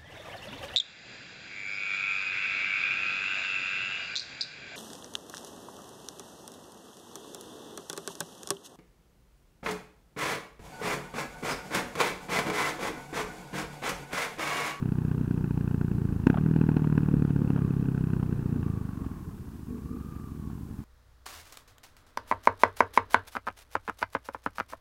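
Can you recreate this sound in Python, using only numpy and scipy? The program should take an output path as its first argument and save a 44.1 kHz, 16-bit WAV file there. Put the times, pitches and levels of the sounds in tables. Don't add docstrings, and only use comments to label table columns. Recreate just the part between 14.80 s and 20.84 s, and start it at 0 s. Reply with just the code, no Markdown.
import sys
import numpy as np
from scipy import signal
from scipy.fft import rfft, irfft, next_fast_len
from scipy.io import wavfile
from scipy.ndimage import map_coordinates

SR = 44100
rng = np.random.default_rng(int(sys.argv[2]) if len(sys.argv) > 2 else 0)


def persist_wave(psi):
    counts = np.round(np.clip(psi, -1, 1) * 32767).astype(np.int16)
    wavfile.write(sys.argv[1], SR, np.atleast_2d(counts).T)


N = 266364
TIME = np.arange(N) / SR


def amp(db):
    return 10 ** (np.asarray(db) / 20)


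def unit(x):
    return x / np.sqrt(np.mean(x ** 2) + 1e-20)


def curve(rows, at=TIME):
    return np.interp(at, *np.transpose(rows))


def wobble(rate):
    return map_coordinates(rng.standard_normal(int(N * rate / SR) + 4), [TIME * rate])


def filtered(x, response):
    size = next_fast_len(N + SR // 2)
    return irfft(rfft(x, size) * response(np.fft.rfftfreq(size, 1 / SR)), size)[:N]


def colour(x, spectrum):
    hz, db = np.transpose(spectrum)
    return filtered(x, lambda f: amp(np.interp(np.log(f + 1), np.log(hz), db)))


def ring(x, modes, order=1):
    return filtered(x, lambda f: sum(
        amp(db) * (1j * f * width / (hz * hz - f * f + 1j * f * width)) ** order
        for hz, width, db in modes))


def noise(spectrum):
    return unit(colour(rng.standard_normal(N), spectrum))


def puffs(times, sizes, widths):
    index = np.round(times * SR).astype(int)[:, None] + np.arange(-SR // 100, SR // 100)
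    offset = (index / SR - times[:, None]) / np.reshape(widths, (-1, 1))
    bells = np.reshape(sizes, (-1, 1)) * np.exp(-.5 * offset ** 2)
    inside = (index >= 0) & (index < N)
    return np.bincount(index[inside], bells[inside], N)


def fading(x, life_s):
    keep = np.exp(-1 / (life_s * SR))
    return signal.lfilter([1 - keep], [1, -keep], x)


# time in seconds, firing rate in Hz.
FIRING_RATE = [(0, 31.56), (0.91, 29.51), (1.19, 29.19), (1.41, 26.17), (1.55, 37.05), (1.68, 39.86),
               (2.98, 33.6), (3.8, 29.1), (4.13, 24.37), (4.41, 17.01), (4.77, 13.32), (6.04, 12.57)]
def revs(cruise_hz=32):
    return np.log2(curve(FIRING_RATE) / cruise_hz)


# frequency in Hz, relative level in dB.
WIND_SPECTRUM = [(15, -8), (35, -1), (70, 0.5), (130, -1), (250, -2), (340, -7), (460, -16), (580, -30.5),
                 (1000, -32.5), (3000, -62)]
def wind(cruise_db=-37.5, db_per_octave=8, gust_db=2):
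    return amp(cruise_db + db_per_octave * revs() + gust_db * wobble(14)) * noise(WIND_SPECTRUM)


# time of the top in seconds, pitch there in Hz,
# length of the fall in seconds, level in dB.
WHINE_SURGES = [(2.84, 1175, 0.22, -57), (3.92, 1175, 0.3, -56), (4.26, 1115, 0.38, -58),
                (5.24, 1229, 0.7, -57.5)]
def surges(rise_hz_per_s=400, sink_hz_per_s=280, rise_share=0.55, fade_db=10):
    top_s, top_hz, fall_s, top_db = np.transpose(WHINE_SURGES)[:, :, None]
    before, after = np.maximum(top_s - TIME, 0), np.maximum(TIME - top_s, 0)
    hz = top_hz - rise_hz_per_s * before - sink_hz_per_s * after
    db = top_db - fade_db * ((before / rise_share + after) / fall_s) ** 2
    return np.choose(db.argmax(axis=0), hz), db.max(axis=0)


def whine_ahead(sideband_db=-4.5, spacing_hz=38, shimmer_db=2.8, drone_db=1, octave_db=-19):
    hz, db = surges()
    mesh = 2 * np.pi * np.cumsum(hz * (1 + .014 * wobble(220))) / SR
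    turn = 2 * np.pi * np.cumsum(spacing_hz * hz / np.average(hz, weights=amp(db))) / SR
    lines = sum(np.sin(mesh + k * turn + 0.93 * wobble(14))
                * amp(sideband_db * abs(k) + shimmer_db * wobble(20)) for k in range(-3, 4))
    song = unit(lines + amp(octave_db) * np.sin(2 * mesh))
    drone = sum(np.sin(k * turn + rng.uniform(0, 2 * np.pi)) * amp(4.8 * wobble(6))
                for k in range(8, 13))
    return amp(db) * (song + amp(drone_db) * unit(drone))


# centre in seconds, length in seconds, pitch in Hz, level in dB.
THROTTLE_BLIPS = [(2.335, 0.043, 287.5, -35), (2.634, 0.12, 276.8, -36.5), (3.765, 0.1, 234, -35),
                  (4.2, 0.15, 249.6, -46.5), (4.938, 0.12, 247, -37), (5.128, 0.1, 248.6, -37.5)]
def blips_ahead(burble=0.59, overtone_db=-13, rough_db=-9):
    out = np.zeros(N)
    gas = noise([(100, -20), (200, 3.0), (290, 14.5), (450, -20.0), (600, -23), (1500, -48)])
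    for centre, length, hz, db in THROTTLE_BLIPS:
        phase = 2 * np.pi * np.cumsum(hz * (1 + 0.03636 * wobble(60))) / SR
        firing = 1 + burble * np.sin(phase / 5)
        note = firing * (np.sin(phase) + amp(overtone_db) * np.sin(1.8 * phase) + amp(rough_db) * gas)
        out += amp(db) * np.exp(-((TIME - centre) / (length / 2)) ** 4) * unit(note)
    return out


# frequency in Hz, gain in dB.
THUMP_RESPONSE = [(20, -29), (32, -21), (50, -5.5), (75, -4), (110, -2), (160, -3), (300, 1.5), (450, 4),
                  (650, -5.5), (1200, 17)]
def thump(flow):
    return colour(flow, THUMP_RESPONSE)


# frequency in Hz, bandwidth in Hz, gain in dB.
AHEAD_MODES = [(123, 33, -4), (217.5, 37, 6.5), (336, 78, 1)]
def idle_ahead(rate_hz=13.24, second_beat=0.87, near_s=4.95, near_db=-30, approach_db_per_s=29):
    times = np.arange(4.342, 6.04, 1 / rate_hz)
    level_db = near_db - approach_db_per_s * np.maximum(near_s - times, 0)
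    size = amp(level_db + rng.standard_normal(len(times)))
    flow = puffs(times, size, 0.00099) + puffs(times + 0.0141, size * second_beat, 0.0012)
    return thump(flow + ring(flow, AHEAD_MODES))


# frequency in Hz, relative level in dB.
CLATTER_SPECTRUM = [(200, -23), (550, -6), (830, 0), (1130, 0), (1300, -2.5), (1500, -3), (1750, -6.5),
                    (2150, -17), (2600, -13.5), (3600, -24), (6000, -33.5), (12000, -71)]
def clatter(cycle, cruise_db=-54.5, db_per_octave=5.5, depth_db=2, grain_db=2.0):
    beat = amp(depth_db * np.cos(4 * np.pi * cycle) + grain_db * wobble(170))
    return amp(cruise_db + db_per_octave * revs()) * unit(beat * noise(CLATTER_SPECTRUM))


# time in seconds, level in dB.
CHAIN_SLAPS = [(1.543, -28.5), (1.573, -26), (2.042, -32), (2.495, -38.5), (2.777, -35.5), (3.427, -35.5),
               (4.244, -40.5), (5.7, -46.5), (5.778, -50), (6.002, -48)]
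def chain(gain_db=6, life_s=0.0054):
    times, db = np.transpose(CHAIN_SLAPS)
    clack = noise([(300, -45), (600, -0.5), (900, 2.0), (1300, -4.5),
                   (2000, -17.5), (3300, -21), (4200, -39), (9000, -62)])
    return fading(puffs(times, amp(db + gain_db), 0.00096), life_s) * clack


# time in seconds, level of an ordinary firing in dB.
ENGINE_LOAD = [(0, -16.5), (1.1, -17.5), (1.42, -20), (1.62, -15), (2.4, -16), (3.25, -16.5), (3.8, -19.5),
               (4.33, -23), (4.52, -29.5), (4.9, -25.5), (6.04, -23.5)]
def airbox(cycle, tuned_hz=153, half_width_hz=17, hum_db=-16, waver_db=1.7, build_s=0.083):
    rate = curve(FIRING_RATE)
    drone = np.zeros(N)
    for harmonic, weight in (4, 1), (5, .4):
        match = 1 / (1 + ((harmonic * rate - tuned_hz) / half_width_hz) ** 2)
        drone += weight * np.cos(2 * np.pi * harmonic * cycle) * fading(match, build_s)
    return amp(curve(ENGINE_LOAD) + hum_db + waver_db * wobble(12)) * drone


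def knocks(times, period, idle, ignition_db=-30, piston_db=-34, scatter_db=4.0):
    chance = amp(scatter_db * rng.standard_normal((len(times), 2)))
    ignition = puffs(times - period / 4, amp(ignition_db) * chance[:, 0], 0.001)
    return ignition + puffs(times - period / 10, amp(piston_db) * chance[:, 1] * idle, 0.0012)


# frequency in Hz, bandwidth in Hz, gain in dB.
METAL_MODES = [(732, 92, 9.5), (845, 190, 16.5), (995, 87, -17), (1454, 87, 6), (1562, 166, 9.5),
               (2518, 174, 2), (2796, 580, -6), (4110, 120, -9), (5260, 350, -49)]
def rasp(times, rasp_db, rush_db=-13, tail_db=-10, life_s=0.0079):
    gate = puffs(times - .0003, amp(rasp_db), 0.0022)
    envelope = amp(rush_db) * gate + amp(tail_db) * fading(gate, life_s)
    return envelope * unit(ring(rng.standard_normal(N), METAL_MODES, order=2))


# frequency in Hz, bandwidth in Hz, gain in dB.
HEADER_MODES = [(960, 700, 1.5), (1468, 340, 7), (2652, 310, 0), (3950, 350, -44), (5260, 360, -13)]
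def bark(times, rasp_db, gain_db=11, vary_db=3.5):
    sizes = amp(rasp_db[:, None] + gain_db + vary_db * rng.uniform(-1.1, 1, (len(times), len(HEADER_MODES))))
    starts = times[:, None] - rng.uniform(0.00048, 0.001502, sizes.shape)
    return sum(ring(puffs(starts[:, k], sizes[:, k], .00005), [mode], order=2)
               for k, mode in enumerate(HEADER_MODES))


# frequency in Hz, relative level in dB.
SPIT_SPECTRUM = [(500, -20), (1400, 5), (2050, -1), (2600, 9), (3400, -5), (4050, 2), (4700, -12),
                 (5350, -1.5), (7000, -10), (14000, -25)]
def spit(times, rasp_db, gain_db=-16):
    violence = amp(rasp_db - np.max(rasp_db)) ** 2
    return puffs(times, amp(rasp_db + gain_db) * violence, 0.0013) * noise(SPIT_SPECTRUM)


def bang_ring(times, size, excess_db, hz=235, width_hz=60, ring_db=3):
    blow = puffs(times - .0005, size * np.clip((excess_db - 1) / 5, 0, 1), 0.0003)
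    return ring(blow, [(hz, width_hz, ring_db)])


# time in seconds, thump level in dB, rasp level in dB.
HARD_FIRINGS = [(0.316, -16.5, -36.5), (0.511, -14.5, -35), (0.879, -16, -38), (0.911, -17.5, -36),
                (1.014, -15.5, -32), (1.472, -8, -21), (1.502, -10.5, -24.5), (1.763, -12, -31),
                (1.814, -11.5, -29.5), (1.891, -12, -29.5), (1.968, -11.5, -26.5), (2.18, -11.5, -26.5),
                (2.342, -12, -36), (2.423, -13, -36), (2.705, -13, -33.5), (2.762, -15, -34.5),
                (3.334, -15.5, -36.5), (3.83, -20.5, -39), (4.264, -19, -45)]
def firings(cycle, scatter_db=1.48, rebound=0.65, lean_db=1.5, lead_s_per_db=0.00018,
            cruise_load_db=-17, cruise_rasp_db=-42.5, rasp_scatter_db=2.1):
    times = np.interp(np.arange(1, int(cycle[-1]) + 1), cycle, TIME)
    usual_db = curve(ENGINE_LOAD, times)
    chance = rng.standard_normal((len(times), 2))
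    burn = signal.lfilter([1], [1, rebound], chance[:, 0])
    burn_db = scatter_db * np.clip(burn, -2, 1.2)
    bangs = [np.argmin(abs(times - s)) for s, _, _ in HARD_FIRINGS]
    burn_db[np.subtract(bangs, 1)] = -lean_db
    thump_db = usual_db + burn_db
    rasp_db = cruise_rasp_db + 1.9 * (usual_db - cruise_load_db) + 1.06 * burn_db
    rasp_db += rasp_scatter_db * np.minimum(chance[:, 1], 1)
    _, thump_db[bangs], rasp_db[bangs] = np.transpose(HARD_FIRINGS)
    excess_db = thump_db - usual_db
    return times - lead_s_per_db * np.clip(excess_db, -4, 4), thump_db, rasp_db, excess_db


def exhaust(times, size, widths, excess_db, idle, suck_db=-8, suck_delay=3.5, gulp=0.21):
    dip = puffs(times - .0019, size * np.clip(gulp + 0.022 * excess_db, 0, 1), widths)
    push = puffs(times, size * (1 - idle), widths)
    suck_times = times + suck_delay * widths * (1 - 0.44 * idle)
    suck = puffs(suck_times, size * (amp(suck_db) + 0.34 * idle), widths * 1.005)
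    return push - suck - dip


# frequency in Hz, bandwidth in Hz, gain in dB.
SILENCER_MODES = [(166, 44, -7.5), (269.6, 25, -9), (368, 270, -22)]
def engine(cycle, shut_s=3.95, closing_s=0.27, base_width_s=0.00093, stretch=0.24, sharpen=0.27,
           push_db=2.0, boom_hz=84, boom_width_hz=45, boom_db=2):
    times, thump_db, rasp_db, excess_db = firings(cycle)
    rate = curve(FIRING_RATE, times)
    idle = np.clip((times - shut_s) / closing_s, 0, 1)
    widths = base_width_s * (32 / np.maximum(rate, 17)) ** stretch * amp(-sharpen * excess_db)
    gas = exhaust(times, amp(thump_db + push_db), widths, excess_db, idle)
    flow = gas + knocks(times, 1 / rate, idle)
    slow = np.clip((30.5 - curve(FIRING_RATE)) / 4, 0, 1)
    boom = ring(gas * slow, [(boom_hz, boom_width_hz, boom_db)])
    bangs = bang_ring(times, amp(thump_db), excess_db)
    header = rasp(times, rasp_db) + bark(times, rasp_db) + spit(times, rasp_db)
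    return thump(flow + ring(flow, SILENCER_MODES) + boom + bangs) + header + airbox(cycle)


def scene():
    cycle = np.cumsum(curve(FIRING_RATE)) / SR + .15
    ridden = engine(cycle) + clatter(cycle) + chain()
    return (ridden + blips_ahead() + whine_ahead() + idle_ahead() + wind())[None]


def record(dry, hiss_db=-63.0, top_hz=15800):
    return filtered(dry[0] + amp(hiss_db) * rng.standard_normal(N), lambda hz: hz < top_hz)[None]


dry = scene()
out = record(dry)
persist_wave(out)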